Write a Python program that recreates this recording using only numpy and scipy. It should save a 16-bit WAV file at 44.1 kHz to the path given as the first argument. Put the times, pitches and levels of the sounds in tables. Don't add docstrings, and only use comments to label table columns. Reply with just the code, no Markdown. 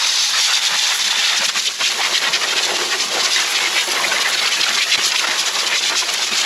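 import sys
import numpy as np
from scipy import signal
from scipy.fft import rfft, irfft, next_fast_len
from scipy.io import wavfile
from scipy.ndimage import uniform_filter1d, map_coordinates

SR = 44100
rng = np.random.default_rng(int(sys.argv[2]) if len(sys.argv) > 2 else 0)


def digitize_waveform(pressure):
    field = np.atleast_2d(pressure).T
    bounded = np.clip(field, -1, 1)
    quanta = np.round(bounded * 32767).astype(np.int16)
    wavfile.write(sys.argv[1], SR, quanta)


N = 284445

# (start_s, drumming_on_cover_db, wash_in_gaps_db, hiss_on_metal_db)
JET_LEVELS = [(0, -35, -18.5, -20), (.3, -37.5, -24, -19.5), (.7, -30, -20.5, -20), (1.35, -27, -20, -18),
              (1.65, -22, -26, -19.5), (2.1, -16, -21.5, -21), (2.401, -15.5, -26.5, -21.5),
              (2.7, -12, -24, -20.5), (3.15, -17, -25.5, -19), (3.35, -17, -20, -18.5),
              (3.8, -18.5, -19.5, -19.5), (4.0, -11, -21.5, -21.5), (4.45, -18, -18, -20.5),
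              (4.85, -20, -20, -20), (5.15, -17, -20.5, -21), (5.5, -18.5, -23.5, -21),
              (6.1, -18.5, -25, -22.5), (6.45, -20.5, -18, -18.5)]
# (middle_s, length_s, level_db, centre_hz)
RIB_FLARES = [(.16, 0.26, -19.5, 5400), (0.427, 0.12, -14, 5600), (.542, 0.079, -15, 4900),
              (0.66, .043, -14, 5570), (0.837, 0.2, -17, 4940), (1.017, 0.035, -16.5, 4900),
              (1.052, 0.02, -15, 4900), (1.08, 0.015, -16, 4900), (1.114, 0.017, -17, 4900),
              (1.243, 0.12, -15.5, 3480), (1.378, 0.035, -15.5, 4900), (1.452, 0.026, -15, 5000),
              (1.488, 0.016, -15, 5000), (1.59, 0.031, -15.5, 4900), (1.665, 0.026, -14, 5200),
              (1.858, 0.068, -15, 3800), (2.046, 0.072, -21, 4000), (2.161, 0.047, -12, 3180),
              (2.352, 0.039, -11.5, 2920), (2.433, 0.031, -17, 3500), (2.5, 0.047, -17, 3300),
              (2.579, 0.036, -13, 2800), (2.644, 0.034, -15, 4800), (2.757, 0.026, -16, 3820),
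              (2.925, 0.022, -19, 3500), (3.01, 0.037, -14.5, 4300), (3.206, 0.03, -14.5, 4300),
              (3.251, 0.031, -13.5, 5000), (3.341, 0.049, -14, 4500), (3.561, 0.027, -15, 3520),
              (3.794, 0.047, -15, 2800), (4.217, 0.017, -15, 4000), (4.34, 0.028, -15, 3800),
              (4.39, .03, -14.5, 2900), (4.473, 0.022, -13, 3300), (4.542, 0.041, -15.5, 3500),
              (4.614, 0.012, -18, 3880), (4.636, .014, -17, 3880), (4.685, .028, -16, 3500),
              (4.751, 0.021, -16, 4300), (4.79, 0.015, -15, 3000), (4.829, 0.028, -14.5, 4020),
              (4.93, 0.051, -13, 3870), (5.065, 0.068, -14.5, 5070), (5.122, .014, -14, 4000),
              (5.157, 0.02, -14.5, 3400), (5.192, 0.028, -14.5, 3600), (5.275, .012, -16, 3800),
              (5.315, 0.018, -17.5, 4200), (5.402, 0.035, -14, 5500), (5.474, 0.027, -14.5, 5540),
              (5.555, 0.02, -17, 4000), (5.6, 0.022, -14.5, 4350), (5.673, 0.018, -13.5, 4470),
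              (5.777, 0.048, -16, 4670), (5.833, 0.019, -15, 4140), (5.878, 0.048, -14.5, 4080),
              (5.989, 0.055, -13.5, 5500), (6.095, 0.02, -16.5, 4500), (6.144, 0.011, -16.5, 4500),
              (6.179, 0.018, -20, 4000), (6.337, 0.015, -17.5, 3000), (6.247, 0.06, -16.5, 5000),
              (6.396, 0.055, -14.5, 4900)]
# (middle_s, length_s, level_db, centre_hz)
RECESS_GUSHES = [(.367, 0.064, -15.5, 1300), (.508, 0.061, -15.5, 1320), (.735, 0.053, -14.5, 900),
                 (.915, 0.024, -15, 1200), (1.333, .04, -19, 1100), (1.428, 0.036, -17.5, 890),
                 (1.498, 0.016, -14.5, 1520), (1.569, .035, -14.5, 1150), (1.818, 0.023, -13.5, 1100),
                 (1.914, 0.024, -15, 2000), (2.005, 0.026, -13, 600), (2.045, 0.073, -14.5, 1500),
                 (2.255, 0.085, -14, 1600), (2.432, 0.042, -13.5, 1000), (2.531, .025, -16, 1300),
                 (2.814, 0.021, -18, 1400), (2.938, 0.043, -15, 1600), (3.178, 0.057, -14, 900),
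                 (3.264, 0.034, -16.5, 1100), (3.4, 0.054, -17.5, 1900), (3.77, .035, -18, 1200),
                 (4.125, 0.019, -12, 1200), (4.275, 0.04, -19, 1200), (4.698, 0.039, -15, 1000),
                 (4.783, 0.014, -12.5, 1400), (5.139, 0.044, -16, 1300), (5.246, 0.015, -9.5, 1000),
                 (5.32, 0.069, -16, 797), (5.488, .027, -15, 750), (5.559, 0.024, -15.5, 700),
                 (5.73, 0.084, -17.5, 1700), (5.915, 0.037, -15.5, 1110), (5.93, 0.054, -13, 448),
                 (5.954, 0.0071, -11.5, 1200), (6.028, 0.017, -14.5, 1000), (6.09, 0.02, -15.5, 1100),
                 (6.147, 0.0078, -14.5, 1000), (6.215, 0.043, -20.5, 895)]
# (middle_s, length_s, level_db)
COVER_THUMPS = [(.335, .02, -16), (.74, .05, -13.5), (1.06, .07, -15), (1.188, 0.017, -10),
                (1.406, 0.025, -6), (1.482, .025, -11), (1.572, 0.034, -13), (1.825, 0.034, -10),
                (2.306, 0.04, -7), (3.08, .05, -10), (3.2, 0.084, -10), (3.43, 0.036, -21),
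                (3.884, .026, -14), (4.592, 0.046, -7), (4.73, 0.073, -11), (4.983, 0.024, -5.5),
                (5.07, .04, -14.5), (5.3, .04, -8), (5.41, .025, -15), (6.33, .035, -4.5)]
# (centre_hz, spread_octaves)
THUMP_COLOUR = (194, 0.38)
# (middle_s, length_s, level_db, pitch_hz, spread_octaves)
NARROW_BANDS = [(.16, 0.45, -14, 3800, 0.056), (.16, 0.38, -16, 4300, .04), (.16, 0.47, -12.5, 4700, 0.034),
                (.15, 0.36, -11, 5220, .025), (.15, 0.31, -11.5, 6130, 0.038),
                (.7, 1.44, -19.5, 840, 0.086), (1.05, 0.88, -18.5, 1860, 0.084),
                (.9, 0.9, -13.5, 3620, .055), (1.29, 0.26, -15, 3530, .055), (1.437, .025, -6, 560, 0.1),
                (1.683, .018, -9.5, 3270, .2), (1.86, 0.034, -14, 2800, 0.32),
                (2.85, 0.99, -19, 1060, 0.082), (2.71, 0.069, -9, 430, .35), (2.88, 0.25, -14, 400, .2),
                (3.16, 0.073, -5.5, 416, 0.32), (3.368, .016, -7.5, 1900, .09),
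                (3.58, 0.15, -16, 2250, .07), (3.655, 0.055, -7, 2180, 0.065), (3.78, .044, -6, 2200, .07),
                (3.74, 0.18, -17, 2740, .06), (3.885, 0.019, -6, 430, .45), (4.005, 0.018, -5.5, 980, 0.13),
                (4.047, 0.017, -3.5, 2100, 0.12), (4.173, .04, -8.5, 2040, .1), (4.263, .02, -4, 1800, .1),
                (4.613, 0.013, -9, 3900, .25), (4.638, .014, -10, 3900, 0.27),
                (4.82, 0.025, -8, 2200, 0.21), (4.935, 0.05, -13, 2600, 0.33), (5.3, .045, -9, 1880, 0.084),
                (5.745, 0.041, -10, 2250, .14), (5.55, 0.42, -17, 1110, 0.11)]
# (middle_s, length_s, loss_db); a negative loss is a small rise
EDGE_MISSES = [(.605, 0.023, 3.5), (.98, .025, 3), (1.036, .008, 4.5), (1.097, .011, 2.5),
               (1.146, 0.024, 2.5), (1.399, 0.011, 2.5), (1.476, .015, 3), (1.528, 0.041, 4.8),
               (1.745, 0.08, 5), (1.955, 0.05, 1.5), (2.203, 0.023, 4.5), (2.307, 0.023, 2),
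               (2.394, .03, 1.5), (2.467, .018, -0.5), (2.546, .014, 1.5), (2.615, .016, 0.5),
               (2.69, .03, 0.5), (2.87, .058, 2), (2.979, 0.028, 2.5), (3.067, 0.077, 1.5),
               (3.226, .014, 0.5), (3.487, 0.058, 2), (3.72, 0.054, 1.5), (3.858, 0.032, 3.5),
               (4.239, 0.012, 3), (4.365, 0.013, 4), (4.408, .012, 2.5), (4.501, 0.017, 5),
               (4.582, 0.02, 1), (4.626, .009, 3), (4.652, .012, 1.5), (4.72, 0.02, 2), (4.86, .035, 2),
               (4.97, 0.013, 7), (5.138, .014, 3), (5.225, 0.016, 0), (5.265, 0.01, 6.5), (5.44, .024, 1.5),
               (5.517, 0.032, 1), (5.635, 0.022, -1), (5.814, 0.017, 0.5), (6.058, 0.023, 0.5),
               (6.262, 0.012, 4.5), (6.305, 0.016, 4.5)]
# (middle_s, length_s, loss_db)
LOW_THINNINGS = [(.12, .06, 1), (.6, .08, 0), (.8, 0.039, 4), (1.245, 0.051, 1), (1.476, .016, 9),
                 (1.63, .055, 7), (1.76, 0.062, 6.5), (1.885, .065, 4.5), (2.17, .047, 3),
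                 (3.335, .045, 5.5), (3.81, 0.031, 5), (4.828, 0.067, 4), (4.92, 0.044, 3),
                 (5.105, 0.046, 5), (5.178, .045, 7), (5.41, 0.029, 2), (5.79, 0.029, 8),
                 (6.01, 0.035, 0.5), (6.075, .02, 2), (6.27, .055, 2)]
# (start_s, end_s)
GURGLE_TIME = (3.95, 5.3)
# (time_s, depth_db)
PATCH_DEPTH = [(1.3, 1.7), (2.3, 2.5), (3.7, 3), (4.1, 3.5), (5.3, 3), (6.45, 2.4)]
# (pitch_hz, level_db)
MOTOR_COLOUR = [(30, -41), (65, -20), (110, -22), (170, -16.5), (240, -15), (290, -20), (375, -12.5),
                (530, -10), (900, -5), (1900, -3), (3800, -1.5), (6300, -5), (8000, -9.5), (15500, -34)]
# (pitch_hz, width_hz, level_db)
MOTOR_HOLLOWS = [(349, 39, 1.5), (1100, 76, -33), (1830, 530, -19), (3500, 43, -26), (6160, 110, -31)]
# (time_s, level_db)
MIST_SWING = [(0, -37.5), (.75, -40), (.95, -35.5), (1.1, -42), (1.5, -41.5), (1.75, -46), (1.9, -37.5),
              (3.2, -41), (3.85, -36), (4.9, -38), (6.45, -39.5)]
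# (middle_s, length_s, gain_db)
MIST_SPITS = [(.3, .025, 8), (.965, .06, 7), (1.375, .03, 10), (1.46, .025, 16), (1.66, .025, 11),
              (1.85, .025, 10), (2.23, .015, 4), (2.335, .02, 3), (3.5, 0.08, 9), (3.92, .02, 8),
              (4.3, .025, 4), (5.07, .035, 10), (5.195, .02, 9), (5.4, .016, 8), (6.14, .014, 13)]
# (pitch_hz, level_db)
RUMBLE = [(20, -26), (45, -15), (65, -9), (110, -13), (180, 0.0), (300, -2), (2000, -49)]
# (pitch_hz, level_db)
SIDE_LEVEL = [(100, -28), (700, -33.5), (1400, -60), (5000, -71), (9800, -34), (11000, -23), (11700, -8.5),
              (15500, -3)]
# (pitch_hz, level_db)
PORT_RESPONSE = [(7400, -1), (8200, -6.5), (8900, -10.5), (9000, -25), (9130, -11), (9500, -1),
                 (10000, 3.5), (10600, 3.5), (11200, 9), (11800, -1), (12500, 3.5), (14000, -1),
                 (15500, -3)]
# (pitch_hz, level_db)
PORT_LEAN = [(11000, 0), (11800, 2.5), (12600, -1), (13700, 5.5), (15000, 4)]

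FLARE_OCTAVES, GUSH_OCTAVES, GURGLE_OCTAVES = 0.65, 0.77, 0.093
SHIELD_DB = 2.5
MISS_EXTRA = 0.11
GURGLE_PER_S, GURGLE_LENGTH_S, GURGLE_DB = 22, 0.021, -13
GURGLE_HZ, GURGLE_SCATTER_OCTAVES = 1920, 0.51
HULL_S, HULL_DRIFT, HULL_DB = .002, 0.212, -18
NOZZLE_DB, NOZZLE_HZ = -29.5, 12000
MIST_GROWS = 2.7
TOP_HZ = 15780


def jet():
    time_s, *levels = np.transpose(JET_LEVELS)
    drum_db, wash_db, hiss_db = [np.interp(np.arange(N) / SR, time_s, level) for level in levels]

    drum_drops = patter(drop_rate=2500, size_db=0, bubble_db=-9, clump_db=-0.5)
    drum = filtered(drum_drops, lambda hz: bell(hz, 404, 0.75) + amp(-18.5) * bell(hz, 90, 0.97))
    wash_drops = patter(drop_rate=6000, size_db=1.5, bubble_db=-7, clump_db=1.0)
    wash = filtered(wash_drops, lambda hz: bell(hz, 1310, 1.0))
    hiss_drops = patter(drop_rate=20000, size_db=-1.0, bubble_db=-12.5, clump_db=0.8)
    hiss = filtered(hiss_drops, lambda hz: bell(hz, 5650, 0.94))

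    rib_shields = [(middle_s, length_s, SHIELD_DB) for middle_s, length_s, *_ in RIB_FLARES]
    loss_db = crossed(rib_shields) + MISS_EXTRA * crossed(EDGE_MISSES) + crossed(LOW_THINNINGS)
    reach_db = loss_db.mean() - loss_db

    drumming = amp(drum_db + reach_db + 1.33 * wobble(30, N)) * drum
    washing = amp(wash_db + reach_db + 1.2 * wobble(30, N)) * wash
    hissing = amp(hiss_db + 0.88 * wobble(30, N)) * hiss
    return drumming + washing + hissing


def splashes():
    stream = patter(drop_rate=9000, size_db=0, bubble_db=-8, clump_db=0.66)
    kinds = [(RIB_FLARES, [FLARE_OCTAVES]), (RECESS_GUSHES, [GUSH_OCTAVES]),
             (COVER_THUMPS, THUMP_COLOUR), (NARROW_BANDS, [])]
    crossings = [(*row, *tone) for table, tone in kinds for row in table] + gurgles()
    luck = rng.random((len(crossings), 2))
    out = np.zeros(N)
    for (middle_s, length_s, level_db, centre_hz, octaves), (place, depth) in zip(crossings, luck):
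        n = around(middle_s, length_s)
        piece = stream[(n + int(place * N)) % N]
        water = glance(piece, 0.00068 + .003 * depth, echo_db=-6)
        shape = swell(n / SR, middle_s, length_s)
        colour = lambda hz: bell(hz, centre_hz, octaves)
        share = np.mean(colour(np.linspace(0, SR / 2, 4096)) ** 2)
        loudness = np.sqrt(share * np.mean(shape ** 2))
        out[n] += amp(level_db) * unit(shape * filtered(water, colour)) * loudness
    return out


def gurgles():
    slots = np.arange(*GURGLE_TIME, 1 / GURGLE_PER_S)
    late, high = np.clip(rng.standard_normal((len(slots), 2)), -2, 2).T
    middles_s = slots + .5 * late / GURGLE_PER_S
    pitches_hz = GURGLE_HZ * 2 ** (GURGLE_SCATTER_OCTAVES * high)
    return [(middle_s, GURGLE_LENGTH_S, GURGLE_DB, pitch_hz, GURGLE_OCTAVES)
            for middle_s, pitch_hz in zip(middles_s, pitches_hz)]


def contact():
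    delay_s = HULL_S * np.exp(HULL_DRIFT * wobble(2, N))
    stream = glance(jet(), delay_s, HULL_DB)
    return amp(-crossed(EDGE_MISSES)) * (stream + splashes())


def patches(x):
    _, time_s, spectrum = signal.stft(x, SR, nperseg=1024)
    rows, frames = np.indices(spectrum.shape)
    noise = rng.standard_normal(spectrum.shape)
    field = map_coordinates(noise, [np.sqrt(rows) * 10, frames / 3], mode="mirror")
    depth_db = np.interp(time_s, *np.transpose(PATCH_DEPTH))
    gain = amp(depth_db * field / (1 + rows / 350))
    gain /= np.sqrt(uniform_filter1d(gain ** 2, size=24, axis=0))
    return signal.istft(spectrum * gain, nperseg=1024)[1][:N]


def motor(hz):
    rings = sum(amp(db) * 1j * hz * width / (centre * centre - hz * hz + 1j * hz * width)
                for centre, width, db in MOTOR_HOLLOWS)
    gain = amp(along(MOTOR_COLOUR, hz)) * (1 + rings)
    return gain / np.sqrt(np.mean(np.abs(gain) ** 2))


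def nozzle():
    time_s, level_db = np.transpose(MIST_SWING)
    slow_db = MIST_GROWS * np.interp(np.arange(N) / SR, time_s, level_db - level_db.mean())
    drops = patter(drop_rate=3500, size_db=2.0, bubble_db=-22, clump_db=2.5)
    mist = filtered(drops, lambda hz: bell(hz, NOZZLE_HZ, 0.54))
    return amp(NOZZLE_DB + slow_db + crossed(MIST_SPITS) + 1.9 * wobble(35, N)) * mist


def yard():
    air = filtered(rng.standard_normal(N), lambda hz: amp(along(RUMBLE, hz)))
    return amp(-54.0) * unit(air)


def patter(drop_rate, size_db, bubble_db, clump_db):
    hit = rng.random(N) < drop_rate / SR
    drops = unit(hit * rng.standard_normal(N) * amp(size_db * rng.standard_normal(N)))
    pockets = bubbles(rate=500, middle_hz=2610, scatter=0.663, cycles=5.8, size_db=1.0)
    water = drops + amp(bubble_db) * pockets
    return unit(water * amp(clump_db * wobble(150, N)))


def bubbles(rate, middle_hz, scatter, cycles, size_db):
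    count = int(rate * N / SR)
    draw = rng.standard_normal((count, 3))
    start = rng.integers(0, N, count)
    hz = np.clip(middle_hz * np.exp(scatter * draw[:, :1]), 250, 9000)
    life_s = cycles * np.exp(.5 * draw[:, 1:2]) / hz
    t = np.arange(SR // 50) / SR
    age = t / life_s
    tone = np.sin(2 * np.pi * hz * t * (1 + 0.036 * np.minimum(age, 2)))
    ring = tone * np.exp(-age) * (1 - np.exp(-6 * age))
    ring *= amp(size_db * np.clip(draw[:, 2:], -2, 2)) * hz ** 1.02
    ring *= 1 - t / t[-1]
    places = start[:, None] + np.arange(len(t))
    return unit(np.bincount(places.ravel(), ring.ravel())[:N])


def glance(x, delay_s, echo_db):
    n = np.arange(len(x))
    echo = map_coordinates(x, [n - delay_s * SR], order=3)
    return (x + amp(echo_db) * echo) / np.hypot(1, amp(echo_db))


def swell(t, middle_s, length_s):
    phase = 2 * (t - middle_s) / length_s
    return np.exp(-.5 * np.abs(phase) ** np.where(phase < 0, 3.2, 6))


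def around(middle_s, length_s):
    first = max(0, int((middle_s - 2 * length_s) * SR))
    last = min(N, int((middle_s + 2 * length_s) * SR))
    return np.arange(first, last)


def crossed(rows):
    total_db = np.zeros(N)
    for middle_s, length_s, change_db in rows:
        n = around(middle_s, length_s)
        total_db[n] += change_db * swell(n / SR, middle_s, length_s)
    return total_db


def amp(db):
    return 10 ** (np.asarray(db) / 20)


def unit(x):
    return x / np.sqrt(np.mean(x ** 2) + 1e-20)


def along(points, hz):
    point_hz, value = np.transpose(points)
    return np.interp(np.log(hz + 1), np.log(point_hz + 1), value)


def wobble(rate, size):
    knots = rng.standard_normal(int(size * rate / SR) + 4)
    return map_coordinates(knots, [np.arange(size) * rate / SR])


def filtered(x, response):
    size = x.shape[-1]
    padded = next_fast_len(size + 4096)
    return irfft(rfft(x, padded) * response(np.fft.rfftfreq(padded, 1 / SR)), padded)[..., :size]


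def bell(hz, centre_hz, octaves):
    return np.exp(-(np.log2((hz + 1) / centre_hz) / octaves / 2) ** 2)


def scene():
    water = filtered(patches(contact() + nozzle()), motor) + yard()
    fizz = filtered(water, lambda hz: bell(hz, 11000, 0.28))
    strength = np.sqrt(np.abs(uniform_filter1d(fizz ** 2, size=256)))
    loose = unit(strength * filtered(rng.standard_normal(N), motor)) * np.std(water)
    side = filtered(loose, lambda hz: amp(along(SIDE_LEVEL, hz)))
    return np.array([water + side, water - side])


def record(dry):
    lean_db = lambda hz: np.array([[-1], [1]]) * along(PORT_LEAN, hz)
    heard = filtered(dry, lambda hz: amp(along(PORT_RESPONSE, hz) + lean_db(hz)))
    rounded = heard / (1 + np.abs(heard / .72) ** 8) ** (1 / 8)
    return filtered(rounded, lambda hz: hz < TOP_HZ)


dry = scene()
out = record(dry)
digitize_waveform(out)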